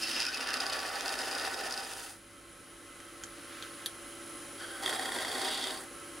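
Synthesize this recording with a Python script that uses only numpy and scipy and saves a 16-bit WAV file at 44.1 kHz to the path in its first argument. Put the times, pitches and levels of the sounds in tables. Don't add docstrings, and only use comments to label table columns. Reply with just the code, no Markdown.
import sys
import numpy as np
from scipy import signal
from scipy.fft import rfft, irfft
from scipy.io import wavfile
from scipy.ndimage import uniform_filter1d

SR = 44100
rng = np.random.default_rng(int(sys.argv[2]) if len(sys.argv) > 2 else 0)


def persist_wave(psi):
    counts = np.round(np.clip(psi, -1, 1) * 32767).astype(np.int16)
    wavfile.write(sys.argv[1], SR, np.atleast_2d(counts).T)


N = 273420
TIME = np.arange(N) / SR
HZ = np.fft.rfftfreq(8192, 1 / SR)

TURNS_PER_S = 15.4
DEEPEN_DB_PER_S = 2.0
SNAP_CHANCE, SNAP_S, SNAP_JITTER_S = 0.8, 0.0015, 0.014
SNAP_MAX_OVER_FORCE_DB, SNAP_SPREAD_DB = 13.5, 6.5
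DIP_FALL_S, DIP_RETURN_DB_PER_S = 0.18, 5
SQUEAL_HZ, SWITCH_HZ, MOTOR_HZ = 1143, 10000, 31.67
SAG_SHARE, FULL_FORCE_DB = 0.025, -43
EDGE_HZ = 15850

# (time [s], cutting force [dB], treble level [dB], top fizz level [dB])
FIRST_PASS = [(0, -50, -41, -43.5), (0.19, -48.5, -40, -48.5), (0.3, -51.5, -46, -53),
              (0.37, -45, -44, -51.5), (0.5, -43, -42, -50.5), (0.9, -43, -44.5, -48.5),
              (1.15, -42.5, -43.5, -47), (1.66, -43.5, -45, -48), (2.1, -56, -52, -49),
              (2.19, -70.5, -72, -65)]
SECOND_PASS = [(4.58, -67, -54, -71), (4.62, -55.5, -51.5, -57), (4.815, -57, -58, -55),
               (4.836, -44, -43, -45.5), (5.08, -45.5, -46.5, -47.5), (5.35, -43.5, -41.5, -45.5),
               (5.64, -47.5, -39.5, -46.5), (5.71, -47, -44, -46.5), (5.78, -52.5, -47.5, -51.5),
               (5.83, -53.5, -59, -52), (5.88, -69, -76, -63)]
# (place [turns], half-width to 1/e [turns], hardness [dB])
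FIRST_GRAIN = [(.33, 0.19, 3), (0.569, 0.15, 2.5), (.8, 0.1, 3.5)]
SECOND_GRAIN = [(0.101, 0.2, 2.1), (.44, 0.15, 4.8), (.9, 0.059, 5.5)]
# (frequency [Hz], first pass [dB], second pass [dB])
WOOD_COLOUR = [(120, -33, -25), (190, -22, -12), (256, -13.5, -12), (577, -3.5, -5.5), (975, -5, -3.5),
               (1600, -9, -21.5), (2510, -10, -26), (3300, -16.5, -19), (5000, -1.5, -10.5),
               (7300, -12, -3.5), (8900, -11, 1.5), (11730, -18, -11), (14300, -23, -13), (15500, -17, -18)]
# (frequency [Hz], width [Hz], first height [dB], second height [dB])
CUTTING_MODES = [(259, 58, 13.5, 18.5), (374.5, 28, 8, 15.5), (473, 190, 6, 10.5), (628, 38, 5, 11),
                 (744, 57, 4, 7), (784.7, 42, 12.5, 14), (953, 16, 8.5, 8), (1067, 21, 4, 13),
                 (1160, 18, 7.5, 13), (1281, 70, 12, 10), (1421, 117, 13, 14), (1504, 23, 15, 12.5),
                 (1587, 40, -1.5, 16), (1795, 480, 16.5, 15.5), (2097, 860, 1, 18), (2493, 42, 10, 11),
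                 (2722, 300, 11.5, 10.5), (3032, 96, 13.5, 7), (3243, 74, 11, 17.5),
                 (3527, 570, 12.5, 17.5), (3832, 36, 7.5, 14.5), (4604, 810, 5, 17), (5390, 120, -5.5, 5),
                 (9470, 210, 9, -1), (10470, 1500, 4.5, 7), (15200, 1065, -5.5, 5)]
# (frequency [Hz], width [Hz], first height [dB], second height [dB])
GOUGE_MODES = [(1990, 380, -6, 9), (2520, 77, -4, -20), (3370, 230, -2, 8.5), (5100, 850, 8, -5)]
# (time [s], peak [dB], length [s])
BIG_CATCHES = [(0.144, -28, 0.0027), (0.196, -26, 0.0027), (0.2015, -20, 0.0025), (0.212, -23, 0.0019),
               (0.22, -24, 0.0032), (0.2302, -24, 0.0011), (0.251, -21, 0.0022), (0.263, -22.5, 0.0066),
               (0.284, -26, 0.0033), (0.329, -28, 0.0017), (0.3365, -32, .002), (0.343, -26.5, 0.004),
               (0.349, -26, 0.0011), (0.372, -27, 0.0025), (0.408, -27.5, 0.0034), (0.437, -36, 0.0027),
               (0.472, -26.5, 0.0027), (0.487, -28.5, .0025), (0.504, -26, 0.0034), (0.533, -25, 0.00091),
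               (0.539, -20.5, 0.0043), (0.569, -27, .003), (0.6015, -24.5, 0.0037), (0.605, -24, 0.0029),
               (0.6645, -22.5, 0.0036), (0.683, -34, .0015), (0.697, -26, 0.0033), (0.7265, -25, 0.003),
               (0.732, -22.5, 0.0035), (0.7917, -24, 0.0011), (0.802, -30, 0.0012), (0.864, -31, 0.0016),
               (0.956, -28.5, 0.0017), (0.994, -33, 0.0017), (1.008, -22.5, 0.0014), (1.0595, -23, 0.00099),
               (1.079, -23.5, 0.004), (1.092, -21.5, 0.00058), (1.14, -27, .0015), (1.189, -26, 0.0032),
               (1.218, -28.5, 0.0022), (1.312, -26.5, 0.0014), (1.3195, -32, 0.0008), (1.349, -26, 0.0032),
               (1.383, -29, 0.0018), (1.3975, -25, 0.00067), (1.422, -27, 0.001), (1.4505, -25, 0.0021),
               (1.468, -32, .0015), (1.542, -28, .003), (1.638, -34, 0.0016), (1.709, -27, .0015),
               (1.722, -24, 0.0056), (1.74, -26.5, 0.00099), (1.776, -25, 0.0013), (4.834, -30, .002),
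               (4.86, -18, 0.0023), (4.876, -26, .004), (4.8915, -24.5, 0.0061), (4.926, -22.5, 0.0038),
               (4.96, -31, 0.0057), (4.993, -29, 0.0072), (5.0558, -25, 0.0015), (5.119, -23.5, 0.0043),
               (5.152, -32, 0.0037), (5.1855, -28.5, 0.004), (5.221, -35, 0.0064), (5.247, -26, 0.0033),
               (5.315, -28.5, 0.0024), (5.354, -27.5, 0.0027), (5.483, -28, 0.0022), (5.557, -30, 0.0017),
               (5.639, -26.5, 0.0021)]
# (start [s], end [s], frequency [Hz], width [Hz], level [dB])
SINGING_BURSTS = [(0.0223, 0.072, 2700, 110, -39), (0.1, 0.18, 2750, 150, -44),
                  (0.163, 0.243, 2700, 220, -40), (0.23, 0.292, 2560, 200, -40),
                  (0.318, 0.37, 2610, 150, -41), (0.398, 0.436, 2740, 78, -41.5),
                  (0.45, 0.56, 2700, 140, -48), (0.008, 0.092, 4960, 420, -37.5),
                  (0.097, 0.315, 5070, 510, -40.5), (0.015, 0.23, 1660, 200, -54),
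                  (0.224, 0.337, 1500, 170, -43), (0.15, 0.24, 1700, 800, -44), (.46, .56, 1780, 290, -43),
                  (.49, 0.51, 370, 240, -43), (.01, 0.71, 265, 26, -57), (0.418, 0.81, 1380, 250, -45.5),
                  (0.29, 1.15, 4900, 470, -52.5), (1.15, 1.85, 5010, 370, -50.5),
                  (0.92, 0.985, 800, 72, -45), (1.5, 1.72, 420, 94, -51.5), (1.85, 2.14, 9000, 460, -59),
                  (4.59, 4.675, 1540, 160, -46), (4.675, 4.85, 1540, 150, -49.5),
                  (4.59, 4.78, 3200, 200, -55), (4.81, 5.72, 3365, 190, -49), (4.86, 5.05, 770, 59, -45),
                  (5.1, 5.5, 763, 99, -51), (5.44, 5.73, 3440, 600, -43.5)]
# (time [s], level [dB])
SQUEAL_LEVEL = [(0.35, -72), (0.372, -50.5), (0.61, -53.5), (0.635, -50), (0.74, -46), (0.99, -54),
                (1.04, -72)]
# (time [s], rms over the first 10 ms of the crack [dB], brightest band [Hz],
# its width [Hz], its height [dB], top edge [Hz], steel ring re crack [dB], knock of the rest [dB])
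TOOL_CLICKS = [(3.002, -54, 6840, 1800, 7, 7500, -14, -44.5), (3.2366, -41, 6900, 1700, 12, 7500, -17, -42),
               (3.6244, -42, 3430, 1200, 14, 6500, -19, -42), (3.86, -33, 3750, 1700, 14, 9500, 2.5, -45)]
# (frequency [Hz], width [Hz], height [dB])
REST_MODES = [(1700, 480, 7.5), (2680, 340, -11), (3180, 290, 12.5), (4450, 450, 8), (5240, 430, -5),
              (6200, 510, 8), (8650, 1700, 5)]
# (frequency [Hz], relative level [dB], t60 [s])
STEEL_RING = [(3300, -12, 0.14), (4430, -14, .03), (6400, -17.5, .04), (9790, -4.5, 0.12), (11400, -6, .05)]
# (frequency [Hz], relative level [dB], t60 [s])
REST_KNOCK = [(275, -7.5, .08), (1600, -3.5, 0.053), (1880, -13, 0.037), (2370, -6, .03)]
# (time [s], level [dB])
BRUSHING_LEVEL = [(2.8, -66), (3.15, -60), (3.3, -58), (3.42, -54.5), (3.48, -55.5), (3.53, -50),
                  (3.65, -49.5), (3.73, -56), (3.83, -54), (3.95, -65)]
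# (frequency [Hz], relative level [dB])
SHAVINGS_COLOUR = [(300, -57), (950, 9.5), (1400, 27), (1900, 20), (2500, 18), (3300, 17.5), (7000, 7.5),
                   (10000, -1), (15000, -1)]
# (frequency [Hz], relative level [dB])
LATHE_COLOUR = [(120, 2.5), (200, -9), (270, 4), (420, -5), (700, -12.5), (1400, -7), (2500, -6.5),
                (4000, -14), (7000, -15.5), (9500, -21), (12000, -24), (15500, -29.5)]
# (frequency [Hz], width [Hz], height [dB])
HOUSING_MODES = [(297, 9.3, 3.5), (364, 50, 3.5), (480, 45, 4.5), (572, 110, 3), (752, 140, 6),
                 (1071, 37, 8.5), (1194, 18, 9), (1314, 58, 12), (1530, 170, 4.5), (2033, 23, 12),
                 (2916, 59, 8), (3140, 120, 10.5), (4000, 430, 6), (9970, 2000, 14)]
# (start [s], end [s], depth [dB])
RUNNING_NOISE_DIPS = [(.17, 2.22, 9.5), (3.75, 4.18, 1), (5.099, 5.7, 3)]
# (unloaded frequency [Hz], relative level [dB])
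MOTOR_TONES = [(338, -57.3), (506.0, -70), (555, -70), (570.6, -61.5), (1071, -67), (1200, -73),
               (1298, -70), (1314, -68), (1384, -71), (1577, -71), (2030, -75)]
# (offset [multiples of MOTOR_HZ], relative level [dB])
WHINE_SIDEBANDS = [(-21, -79), (-15, -77), (-13, -78), (-5, -69.5), (-3, -65), (-1, -66.5), (1, -73),
                   (3, -70), (5, -71), (15, -71), (17, -80), (21, -81)]
# (frequency [Hz], level [dB])
MAINS_HUM = [(49.7, -74), (99.8, -69.5)]
# (frequency [Hz], relative level [dB])
RUMBLE_COLOUR = [(12, -2), (25, -13), (42, 8), (60, 3.5), (80, -0.5), (130, -3), (200, 3), (500, -59)]
# (frequency [Hz], relative level [dB], t60 [s])
ROOM_TAIL = [(50, -3.5, 0.52), (130, -29, 0.098), (300, -10, 0.2), (795, -9.5, 0.17), (4900, -12.5, 0.072),
             (8040, -11, 0.073), (15000, -3.5, 0.13)]


def cut(rows, grain, body_db, depth_db, grain_low=0.23, grain_high=0.76, grain_chips=0.98,
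        flutter_db=0.5, unsteady_db=1.0, crackle_db=-4):
    force_db, treble_db, fizz_db = curves(rows)
    start_s, end_s = rows[0][0], rows[-1][0]
    lows_db = force_db + depth_db + DEEPEN_DB_PER_S * np.clip(TIME - start_s, 0, end_s - start_s)
    touching = uniform_filter1d(1. * ((TIME >= start_s) & (TIME <= end_s)), size=400)
    hand = gain_of(unsteady_db * wander(18.5))
    flutter = flutter_db * wander(100)
    hard_db = hardness(grain)

    tearing = fibres(per_s=3000, spread_db=3.0, rub=0.62)
    push = tearing * gain_of(grain_low * hard_db + 0.6 * flutter)
    crackle = gain_of(crackle_db) * fibres(per_s=260, spread_db=2.5, rub=0)
    scrape = (tearing + crackle) * gain_of(grain_high * hard_db + flutter)
    fine = fibres(per_s=6000, spread_db=1.5, rub=0.96)
    chips = (fine + 0.53 * crackle) * gain_of(grain_chips * hard_db + 1.2 * flutter)

    layers = [(push, lows_db, band(150, 1000)), (push, force_db, band(1000, 2300)),
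              (scrape, treble_db, band(2300, 6500)), (chips, fizz_db, band(6500, 20000))]
    total = sum(gain_of(db) * evened(colour(x, body_db + part_db)) for x, db, part_db in layers)
    return touching * hand * total


def hardness(grain):
    turns = TIME * TURNS_PER_S
    total_db = np.zeros(N)
    for place, width, db in grain:
        offset = (turns - place + 0.5) % 1 - 0.5
        total_db += db * np.exp(-(offset / width) ** 2)
    return total_db


def fibres(per_s, spread_db, rub):
    size = gain_of(spread_db * np.minimum(rng.exponential(1, N), 4))
    snaps = size * rng.choice([-1, 1], N) * (rng.random(N) < per_s / SR)
    return evened(evened(snaps) + rub * rng.standard_normal(N))


def catches(rows, grain, body_db, low_hz, top_hz):
    out, t = np.zeros(N), np.arange(2048) / SR
    ring_db = body_db + band(low_hz, top_hz, order=4)
    for s, peak_db, length_s in BIG_CATCHES + small_catches(rows, grain):
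        if max(rows[0][0], 0) <= s <= rows[-1][0]:
            u = 2 * t / length_s
            burst = rng.standard_normal(len(t)) * u * np.exp(-u ** 2 / 2)
            crunch = colour(burst, ring_db)
            add(out, s, gain_of(peak_db) * crunch / abs(crunch).max())
    return out


def small_catches(rows, grain):
    s, force_db = np.transpose(rows)[:2]
    turns = range(int(TIME[-1] * TURNS_PER_S))
    times = np.array([(turn + spot[0]) / TURNS_PER_S for turn in turns for spot in grain])
    luck, size, shift = rng.random((len(times), 3)).T
    peaks_db = np.interp(times, s, force_db) + SNAP_MAX_OVER_FORCE_DB - SNAP_SPREAD_DB * size
    times = times - SNAP_S + SNAP_JITTER_S * (shift - 0.5)
    snapped = luck < SNAP_CHANCE
    return [(at, db, SNAP_S) for at, db in zip(times[snapped], peaks_db[snapped])]


def singing(grain_share=1.0, flutter_db=1.6, fade_s=0.021, steady=0.46):
    out = np.zeros(N)
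    flutter = flutter_db * wander(74)
    grips = [gain_of(grain_share * hardness(grain) + flutter) for grain in (FIRST_GRAIN, SECOND_GRAIN)]
    for start_s, end_s, hz, width_hz, db in SINGING_BURSTS:
        span = (TIME >= start_s) & (TIME < end_s)
        t = TIME[span]
        resonance_db = -20 * np.log10(1 + ((HZ - hz) / width_hz * 1.3) ** 2)
        ring = evened(colour(rng.standard_normal(len(t)), resonance_db))
        ring = ring / (abs(signal.hilbert(ring)) + 0.1) ** steady
        held = np.clip(np.minimum(t - start_s, end_s - t) / fade_s, 0, 1)
        grip = grips[int(start_s > FIRST_PASS[-1][0])][span]
        out[span] += gain_of(db) * held * evened(ring * grip)
    return out


def squeal(waver_db=1.0, drift_hz=1.96):
    sounding = (TIME > SQUEAL_LEVEL[0][0]) & (TIME < SQUEAL_LEVEL[-1][0])
    note = tones([(SQUEAL_HZ, 0)], waver_db, drift_hz)
    return sounding * gain_of(curves(SQUEAL_LEVEL)[0]) * note


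def clicks(crack_s=0.0016, bounce_s=0.0047, bounce_db=-8):
    out, t = np.zeros(N), np.arange(8192) / SR
    for s, db, hz, width_hz, height_db, top_hz, ring_db, knock_db in TOOL_CLICKS:
        contact = np.exp(-t / crack_s)
        contact += gain_of(bounce_db) * (t > bounce_s) * np.exp(-abs(t - bounce_s) / 0.0023)
        contact += gain_of(-21) * np.exp(-t / 0.02)
        steel_db = peaks([(hz, width_hz, height_db)] + REST_MODES) + band(250, top_hz, order=6)
        crack = colour(contact * rng.standard_normal(len(t)), steel_db)
        crack = crack / crack[t < 0.01].std()
        add(out, s, gain_of(db) * (crack + gain_of(ring_db) * ringing(STEEL_RING, t)))
        add(out, s, gain_of(knock_db) * ringing(REST_KNOCK, t))
    return out


def ringing(modes, t):
    return sum(gain_of(db - 60 * t / t60_s) * np.sin(2 * np.pi * hz * t) for hz, db, t60_s in modes)


def brushing():
    rustle = colour(fibres(per_s=2700, spread_db=-1, rub=0.69), read(SHAVINGS_COLOUR))
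    return gain_of(curves(BRUSHING_LEVEL)[0]) * evened(rustle)


def lathe(drone_db=-49.5, hiss_db=-51.5, drone_share=0.88, hiss_share=0.94, throb_db=0.5):
    housing_db = read(LATHE_COLOUR) + peaks(HOUSING_MODES)
    throb = gain_of(throb_db * np.sin(2 * np.pi * 2 * TURNS_PER_S * TIME))
    drone_noise = rng.standard_normal(N) * throb
    drone = evened(colour(drone_noise, housing_db + band(170, 2670, order=6)))
    hiss_noise = fibres(per_s=5000, spread_db=2.5, rub=1.0)
    hiss = evened(colour(hiss_noise, housing_db + band(4200, 20000, order=6)))
    dip_db = running_noise_dip_db()
    return gain_of(drone_db + drone_share * dip_db) * drone + gain_of(hiss_db + hiss_share * dip_db) * hiss


def running_noise_dip_db():
    dip_db = np.zeros(N)
    for start_s, end_s, depth_db in RUNNING_NOISE_DIPS:
        fall = np.clip((TIME - start_s) / DIP_FALL_S, 0, 1)
        dip_db -= fall * np.clip(depth_db - DIP_RETURN_DB_PER_S * (TIME - end_s), 0, depth_db)
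    return dip_db


def motor(motor_db=2.0, whine_db=2.5):
    sidebands = [(SWITCH_HZ + k * MOTOR_HZ, db) for k, db in WHINE_SIDEBANDS]
    whine = gain_of(whine_db) * tones(sidebands, waver_db=4.0, drift_hz=0.67)
    turning = gain_of(motor_db) * tones(MOTOR_TONES, waver_db=0.0, drift_hz=0.27, clock=motor_time())
    hum = tones(MAINS_HUM, waver_db=2, drift_hz=0.27)
    return gain_of(running_noise_dip_db()) * (turning + whine) + hum


def motor_time():
    load = np.zeros(N)
    for rows in (FIRST_PASS, SECOND_PASS):
        cutting = (TIME > rows[0][0]) & (TIME < rows[-1][0])
        load += cutting * gain_of(curves(rows)[0] - FULL_FORCE_DB)
    return TIME - SAG_SHARE * np.cumsum(load) / SR


def tones(lines, waver_db, drift_hz, clock=TIME):
    out = np.zeros(N)
    for hz, db in lines:
        level = gain_of(db + waver_db * wander(7.0))
        cycles = hz * clock + drift_hz * np.cumsum(wander(3.5)) / SR + rng.random()
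        out += level * np.sqrt(2) * np.sin(2 * np.pi * cycles)
    return out


def rumble(level_db=-67, apart=0.23):
    common, side = (evened(colour(noise, read(RUMBLE_COLOUR))) for noise in rng.standard_normal((2, N)))
    return gain_of(level_db) * (common + apart * np.array([side, -side]))


def workshop(x, ahead_db=-8):
    hz, t, z = signal.stft(rng.standard_normal((2, SR // 2)), SR, nperseg=256)
    level = gain_of(read(ROOM_TAIL, hz))
    z = z * gain_of(-60 * t / read(ROOM_TAIL, hz, axis=2)[:, None])
    z *= (1 + 2.2 * np.exp(-t / 0.049)) * (t > 0)
    z *= (level / np.sqrt((abs(z) ** 2).sum(2)))[..., None]
    tail = signal.istft(z, SR, nperseg=256)[1]
    tail *= np.sqrt(np.mean(level ** 2) / (tail ** 2).sum(1, keepdims=True))
    ahead, side = signal.fftconvolve(x[None], tail, axes=1)[:, :N]
    return x + gain_of(ahead_db) * ahead + np.array([side, -side])


def gain_of(db):
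    return 10 ** (np.asarray(db) / 20)


def evened(x):
    return x / np.sqrt(np.mean(x ** 2) + 1e-20)


def read(points, hz=HZ, axis=1):
    table = np.transpose(points)
    return np.interp(np.log(hz + 1), np.log(table[0] + 1), table[axis])


def curves(rows):
    s, *columns = np.transpose(rows)
    return [np.interp(TIME, s, c) for c in columns]


def add(mix, s, sound):
    part = mix[round(s * SR):][:len(sound)]
    part += sound[:len(part)]


def peaks(modes, axis=2):
    return sum(m[axis] / (1 + (2 * (HZ - m[0]) / m[1]) ** 2) for m in modes)


def band(lo_hz, hi_hz, order=16):
    return -10 * np.log10((1 + (lo_hz / (HZ + 1)) ** order) * (1 + (HZ / hi_hz) ** order))


def colour(x, db):
    cepstrum = irfft(np.maximum(db - db.max(), -100) * np.log(10) / 20)
    half = len(cepstrum) // 2
    cepstrum[1:half] *= 2
    cepstrum[half + 1:] = 0
    response = irfft(np.exp(rfft(cepstrum)))[:half]
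    return signal.oaconvolve(x, response)[:len(x)]


def wander(rate_hz):
    hz = np.fft.rfftfreq(N, 1 / SR)
    return evened(irfft(rfft(rng.standard_normal(N)) * np.exp(-(hz / rate_hz) ** 2), N))


def scene():
    first_db = read(WOOD_COLOUR, axis=1) + peaks(CUTTING_MODES, axis=2)
    second_db = read(WOOD_COLOUR, axis=2) + peaks(CUTTING_MODES, axis=3)
    first_snap_db = first_db + peaks(GOUGE_MODES, axis=2)
    second_snap_db = second_db + peaks(GOUGE_MODES, axis=3)
    first = cut(FIRST_PASS, FIRST_GRAIN, first_db, depth_db=-3.0)
    first += catches(FIRST_PASS, FIRST_GRAIN, first_snap_db, low_hz=3400, top_hz=13100)
    second = cut(SECOND_PASS, SECOND_GRAIN, second_db, depth_db=0.5, grain_low=0.2, grain_high=0.7,
                 flutter_db=1.0, crackle_db=-6.5)
    second += catches(SECOND_PASS, SECOND_GRAIN, second_snap_db, low_hz=1400, top_hz=5200)
    near = workshop(first + second + singing() + squeal() + clicks() + brushing() + lathe())
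    return (near + motor() + rumble()) * gain_of([[-0.3], [0.3]])


def record(dry):
    lowpass = signal.firwin(511, EDGE_HZ, window=("kaiser", 9), fs=SR)
    return signal.oaconvolve(dry, lowpass[None], "same")


dry = scene()
out = record(dry)
persist_wave(out)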